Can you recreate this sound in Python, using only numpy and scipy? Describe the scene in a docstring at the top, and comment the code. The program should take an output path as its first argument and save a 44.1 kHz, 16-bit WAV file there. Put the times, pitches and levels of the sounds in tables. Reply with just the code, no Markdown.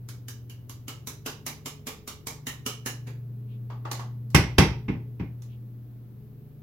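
"""Emptying a spice grinder

A hand pats the hollow side of a grinder held over a plastic funnel, to shake powder into a jar.
Fingers slide on the plastic, the grinder clicks against the funnel, then it lands on the counter
with two hard knocks and settles with two dull bumps that make the cabinet boom.
A small kitchen echoes every blow, and an appliance hums underneath."""
import sys
import numpy as np
from scipy import signal
from scipy.fft import rfft, irfft, next_fast_len
from scipy.io import wavfile

SR = 44100
rng = np.random.default_rng(int(sys.argv[2]) if len(sys.argv) > 2 else 0)


def dump_mix(stems):
    """Bounce the given channels to the path in sys.argv[1] as a 16-bit WAV at rate SR."""
    frames = np.atleast_2d(stems).T  # one column per channel
    limited = np.clip(frames, -1, 1)  # hard clip at full scale
    pcm = np.round(limited * 32767).astype(np.int16)
    wavfile.write(sys.argv[1], SR, pcm)


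N = 292118
BLOW_SAMPLES = 2 ** 14
HZ = np.fft.rfftfreq(BLOW_SAMPLES, 1 / SR)

# The broad tone of struck plastic. Each row: frequency in Hz, gain in dB.
PLASTIC_TONE = [(100, -10.5), (180, -11), (260, -1), (450, -2.5), (700, -3.5), (1100, -3.5), (2300, -9.5),
                (4000, -6.5), (6500, -0.5), (8800, -9), (12000, -3.5), (16000, -11.5)]


def amp(db):
    """Turns decibels into a number to multiply by."""
    return 10 ** (np.asarray(db) / 20)


def unit(x):
    """Scales a sound to an average (rms) level of 1."""
    return x / np.sqrt(np.mean(x ** 2) + 1e-20)


def read(points, hz):
    """Reads between the rows of a table, with frequency spaced by octaves."""
    f, value = np.transpose(points)
    return np.interp(np.log(hz + 1), np.log(f + 1), value)


def add(mix, s, sound):
    """Adds a sound to both channels, starting at s seconds."""
    part = mix[:, round(s * SR):][:, :sound.shape[-1]]
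    part += sound[..., :part.shape[-1]]


def band(x, lo_hz, hi_hz):
    """Gently turns down everything outside two frequencies."""
    return signal.sosfilt(signal.butter(2, [lo_hz, hi_hz], "band", fs=SR, output="sos"), x)


def colour(curve_db):
    """Makes a filter with these gains along HZ that rings only after a hit, never before."""
    cepstrum = irfft(np.log(amp(curve_db)))
    cepstrum[1:BLOW_SAMPLES // 2] *= 2
    cepstrum[BLOW_SAMPLES // 2 + 1:] = 0
    return np.exp(rfft(cepstrum))


def body(tone, modes):
    """An object's gain in dB: its broad tone, with a bump or dip for each resonance."""
    return read(tone, HZ) + sum(db / (1 + (2 * (HZ - hz) / width) ** 2) for hz, width, db in modes)


def ring(modes):
    """A struck object rings as fading sine waves, scaled by the level of the first 50 ms."""
    t = np.arange(SR) / SR
    sound = sum(amp(db - 60 * t / fade_s) * np.sin(2 * np.pi * hz * t) for hz, db, fade_s in modes)
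    return sound / np.sqrt(np.mean(sound[:SR // 20] ** 2))


def room_noise(size):
    """Noise from all sides: left and right are alike in the bass, unrelated in the treble."""
    # How alike the two sides are. Each row: frequency in Hz, likeness from 0 to 1.
    likeness = [(30, .985), (150, .975), (300, .93), (640, .7), (1400, .15), (3000, 0), (16000, 0)]
    left, other = rfft(rng.standard_normal((2, size)))
    same = read(likeness, np.fft.rfftfreq(size, 1 / SR))
    return irfft([left, same * left + np.sqrt(1 - same ** 2) * other], size)


def appliance(mains_hz=120, motor_hz=101.5, waver=0.89, air_db=-53.5, rumble_db=-58):
    """Mains hum, a motor tone and wavering side tones, over rushing air and a faint rumble."""
    # The hum swells and fades with the room's standing waves. Each row: time in seconds, level in dB.
    hum_levels = [(0.06, -41), (0.99, -46), (2.15, -66.5), (2.26, -53), (3.08, -37.5), (4.32, -35.5),
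                  (5.69, -40), (6.6, -51.5)]
    # The weaker tones. Each row: pitch in Hz, level in dB that it wavers around.
    weak_tones = [(25.4, -71.5), (76.5, -66.5), (145.3, -54.5), (211.5, -61), (240, -79), (423.5, -68)]
    # The tone of the rushing air. Each row: frequency in Hz, gain in dB.
    air_tone = [(25, -9), (38, -9), (55, -1), (190, -2), (280, -4), (420, -11), (600, -21), (1000, -27),
                (2000, -32.5), (4000, -37.5), (8000, -45), (10000, -42), (12500, -30.5), (15000, -30)]
    t, size = np.arange(N) / SR, next_fast_len(N, True)
    hum = amp(np.interp(t, *np.transpose(hum_levels))) * np.sin(2 * np.pi * mains_hz * t)
    motor_db = np.interp(t, [2.2, 2.44], [-54, -69])  # holds, then sinks to a lower level
    hum += amp(motor_db) * np.sin(2 * np.pi * motor_hz * t)
    turns_s = np.linspace(0, t[-1], num=20)
    for hz, db in weak_tones:
        swell, drift = (np.interp(t, turns_s, v) for v in rng.standard_normal((2, len(turns_s))))
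        hum += amp(db) * (1 + waver * swell) * np.sin(2 * np.pi * (hz * t + rng.random()) + drift / 2)
    hum = np.sqrt(2) * hum * amp([[.5], [-.5]])  # a little louder on the left
    air_gain = amp(read(air_tone, np.fft.rfftfreq(size, 1 / SR)))
    air = irfft(rfft(room_noise(size)) * air_gain, size)[:, :N]
    rumble = amp(rumble_db) * unit(band(rng.standard_normal((2, N)), 41, 190))
    return hum + amp(air_db) * unit(band(air, 19, 21000)) + rumble


def kitchen_echo(hit_s, treble_db):
    """The room answers a hit with noise that dies away, the bass lasting longest."""
    # The length of the echo. Each row: frequency in Hz, seconds to fade by 60 dB.
    fade_times = [(60, .58), (200, .26), (550, .38), (1400, .31), (2500, .32), (5000, .31), (9000, .235),
                  (15000, .215)]
    hz, age, slices = signal.stft(room_noise(BLOW_SAMPLES), SR, nperseg=256)
    slices *= amp(-60 * (age - hit_s) / read(fade_times, hz)[:, None])
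    slices *= amp(read([(2500, 0.018), (7000, treble_db)], hz))[:, None]
    return signal.istft(slices, SR, nperseg=256)[1][:, :BLOW_SAMPLES]


def blow(body_db, s, level_db, soft, touch, contact_s, crack_db, rise_s, grit, graze_db, echo_treble_db):
    """A graze, a gritty crack and their echo, coloured by the struck object. Gives (start, sound)."""
    # The blows come from the right. Each row: frequency in Hz, left minus right in dB.
    balance = [(150, 1.9), (350, -3), (1000, 0.1), (2500, -4), (5000, -6), (9000, 0), (14000, -1)]
    lead = SR // 80  # samples before the hit
    t = (np.arange(BLOW_SAMPLES) - lead) / SR
    after = np.maximum(t, 0)
    # a soft contact builds more slowly, lasts longer and cracks less than a hard one
    contact_s, rise_s = np.array([contact_s, rise_s]) * (1 + 1.5 * soft ** 2)
    crack = amp(crack_db - 8 * soft) * (after / contact_s) * np.exp(1 - after / contact_s)
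    graze = amp(graze_db) * np.exp(-abs(t) / 0.004)  # the surfaces brush just before they meet
    echo = kitchen_echo(lead / SR, echo_treble_db) * (1 - np.exp(-after / rise_s))
    sound = (crack + graze) * room_noise(BLOW_SAMPLES) + echo
    onset = band(sound, 300, 5000)[:, lead:lead + SR // 20]
    sound /= np.sqrt(np.mean(onset ** 2) * SR / 2 / (5000 - 300))
    # they meet in many tiny touches, so each blow has its own uneven colour
    grains = rng.standard_normal(BLOW_SAMPLES) * np.exp(-(t - t[0]) / 0.002)
    uneven = 1 + grit * rfft(grains / np.linalg.norm(grains)) * HZ / (HZ + 600)
    # a soft contact favours the bass, a hard one the treble
    touch_tone = [(hz, hard_db + soft * (soft_db - hard_db)) for hz, hard_db, soft_db in touch]
    tone = colour(body_db + read(touch_tone, HZ))
    # the level is set in the range where the ear is keenest
    heard = np.sqrt(np.mean(amp(body_db) ** 2 * (HZ > 1700) * (HZ < 4000)))
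    sides = amp(np.outer([.5, -.5], read(balance, HZ)))
    return s - lead / SR, amp(level_db) / heard * irfft(rfft(sound) * uneven * tone * sides)


def palm_pats(thump_hz=250, thump_fade_s=0.091, free_rim_db=9.5):
    """The palm slaps the grinder's shell about five times a second, each time with a hollow thump."""
    # The pats. Each row: start in seconds, level in dB, softness from 0 to 1,
    # cupping of the palm from 0 to 1, pitch of the trapped air in Hz.
    pats = [(0.087, -57.5, 0.29, 0, 1550), (0.283, -51.5, 0.1, 0.87, 1620), (0.497, -58, 0.2, 1, 1650),
            (0.695, -56.5, 0.18, 0.5, 1110), (0.8804, -47.5, 0.48, 0.7, 1270),
            (1.071, -47.5, 0.34, 0.04, 1120), (1.26, -43, 0.61, 0.48, 1460), (1.464, -44, 0.36, 0.33, 1100),
            (1.658, -46, 0.4, 0.4, 1240), (1.8686, -45.5, 0.51, .15, 1160),
            (2.0756, -46.5, 0.32, 0.7, 1210), (2.2691, -44.5, 0.37, .15, 1130),
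            (2.468, -40.5, 0.39, 0.82, 1860), (2.662, -38.5, 0.42, 0.97, 1270),
            (2.8599, -39, 0.45, 0.68, 1710), (3.069, -58, 1, 0, 1630)]
    # The shell's resonances. Each row: pitch in Hz, width in Hz, gain in dB.
    shell_modes = [(271, 125, 5.5), (436.6, 67, 7), (682, 79, -6), (2235, 460, 8), (3835, 530, 3),
                   (4500, 56, -10), (4900, 14, 2), (5930, 123, 2.5), (7160, 470, 2.5)]
    # The rim's resonances. Each row: pitch in Hz, width in Hz, multiple of free_rim_db.
    rim_modes = [(2940, 72, 0.51), (2874, 290, 1.22), (3110, 150, 0.86)]
    # The tone of a pat. Each row: frequency in Hz, gain in dB when hard, gain in dB when soft.
    touch = [(240, -10.5, 11.5), (770, -4, 6.5), (2580, -0.5, 5), (3040, 1, 0.5), (5500, 4, -5.5),
             (13200, 5.5, -4.5)]
    out, t = np.zeros((2, N)), np.arange(SR // 5) / SR
    thump = np.sin(2 * np.pi * thump_hz * t) * amp(-60 * t / thump_fade_s) * (1 - np.exp(-t / .002))
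    for s, level_db, soft, cupped, air_hz in pats:
        # a flat palm damps the rim; a cupped one leaves it free and traps air that rings too
        rim = [(hz, width, share * cupped * free_rim_db) for hz, width, share in rim_modes]
        air = [(air_hz, 210, 4 + 8 * cupped)]
        shell = body(PLASTIC_TONE, list(shell_modes) + rim + air)
        add(out, *blow(shell, s, level_db, soft, touch, contact_s=0.0015, crack_db=2.5,
                       rise_s=0.0024, grit=0.48, graze_db=-13.5, echo_treble_db=-1.3))
        add(out, s, amp(level_db + 7 + 8 * soft) * thump)  # softer pats thump more
    return out


def finger_slides():
    """Skin slides briefly over the shell with a narrow hiss."""
    # The slides. Each row: start in seconds, length in seconds, level in dB at the loudest point.
    slides = [(3.453, 0.15, -66), (5.457, .14, -66.5)]
    out = np.zeros((2, N))
    for s, length, db in slides:
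        size = round(length * SR)
        add(out, s, amp(db) * unit(band(room_noise(size), 2400, 3540)) * np.hanning(size))
    return out


def funnel_clicks():
    """Plastic taps plastic as the grinder is turned upright and let go."""
    # The light taps. Each row: start in seconds, level in dB, softness from 0 to 1.
    clicks = [(3.7, -56.5, 0.88), (3.8515, -50, 0.79), (3.9134, -42, 0.33), (3.994, -48.5, 0.57),
              (4.302, -71, .1), (5.42, -67, 0.17)]
    # The funnel's resonances. Each row: pitch in Hz, width in Hz, gain in dB.
    funnel_modes = [(850, 150, 6), (1130, 150, 7), (2020, 200, 4)]
    # The tone of a tap. Each row: frequency in Hz, gain in dB when hard, gain in dB when soft.
    touch = [(240, -2, 1), (900, -7, 9), (2400, 0, 0), (5500, 2, -20), (12000, 4, -36)]
    out, funnel = np.zeros((2, N)), body(PLASTIC_TONE, funnel_modes)
    for s, level_db, soft in clicks:
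        add(out, *blow(funnel, s, level_db, soft, touch, contact_s=0.0016, crack_db=5,
                       rise_s=.003, grit=.4, graze_db=-16, echo_treble_db=0))
    return out


def counter_knocks(second_edge_s=.012, second_edge_db=-8, case_db=-8):
    """The base lands on one edge, then the other; the grinder rings and the cabinet booms."""
    # The landings. Each row: start in seconds, level in dB, softness from 0 to 1.
    knocks = [(4.3463, -22, 0), (4.5823, -21.5, 0.08), (4.882, -44, 0.65), (5.196, -52, 0.63)]
    # The broad tone of grinder and counter together. Each row: frequency in Hz, gain in dB.
    counter_tone = [(30, -30), (60, 3.5), (150, 3), (260, -2.5), (400, -14.5), (700, -21.5), (1500, -18),
                    (2400, -14), (3600, -19.5), (5800, -26), (8000, -28.5), (13000, -30), (16000, -41)]
    # Their resonances. Each row: pitch in Hz, width in Hz, gain in dB.
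    counter_modes = [(390, 210, 9.14), (547, 4.4, 4.5), (617, 40, 2), (790, 98, 9), (934, 150, 8.5),
                     (1136, 94, 4), (1200, 17, 0.9), (1538, 50, 2.5), (1490, 29, 2.6), (1970, 96, 4.5),
                     (2150, 39, 10), (2385, 55, 3.6), (2550, 38, 3.5), (3080, 53, 0.46), (5042, 340, 4.4),
                     (5660, 750, 11)]
    # The tone of a landing. Each row: frequency in Hz, gain in dB when hard, gain in dB when soft.
    touch = [(60, -3, 10), (240, -4, 19), (380, -1, 9), (800, -1.5, 6), (1600, 1.5, 1), (2400, 0, 0),
             (5500, -1, -22), (10000, 2, -38)]
    # Counter top and cabinet booming. Each row: pitch in Hz, relative level in dB, seconds to fade 60 dB.
    boom_modes = [(67, -3.5, 0.12), (80, -1.5, 0.56), (110, -8, 0.36), (134.4, -4, 0.97), (155.5, 8, 0.36),
                  (194, 0, .3), (199.6, 4.5, 0.24)]
    # The grinder's case ringing. 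Each row: pitch in Hz, relative level in dB, seconds to fade 60 dB.
    case_modes = [(620, -5, 0.29), (1095, 2.5, 0.19), (1244, -10.5, 0.25), (1644, -6, 0.11),
                  (2003, -1, 0.32), (2430, -5.5, 0.12), (2676, 1, 0.17)]
    out, counter = np.zeros((2, N)), body(counter_tone, counter_modes)
    boom = ring(boom_modes) * (1 - np.exp(-np.arange(SR) / SR / 0.004))
    case = amp(case_db) * ring(case_modes)
    for s, level_db, soft in knocks:
        for edge_s, edge_db in (s, level_db), (s + second_edge_s, level_db + second_edge_db):
            add(out, *blow(counter, edge_s, edge_db, soft, touch, contact_s=0.0032, crack_db=4.5,
                           rise_s=0.0021, grit=0.32, graze_db=-30, echo_treble_db=-2.5))
        add(out, s, amp(level_db) * (amp(2 + 19 * soft) * boom + case))  # a soft landing is mostly boom
    return out


def scene():
    """Everything that sounds in the kitchen, added together."""
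    return appliance() + palm_pats() + finger_slides() + funnel_clicks() + counter_knocks()


def record(dry):
    """Clips any peak beyond full scale, then cuts the treble above 16100 Hz."""
    low_pass = signal.firwin(511, 16100, window=("kaiser", 9), fs=SR)
    return signal.oaconvolve(np.clip(dry, -1, 1), low_pass[None], "same")


dry = scene()
out = record(dry)
dump_mix(out)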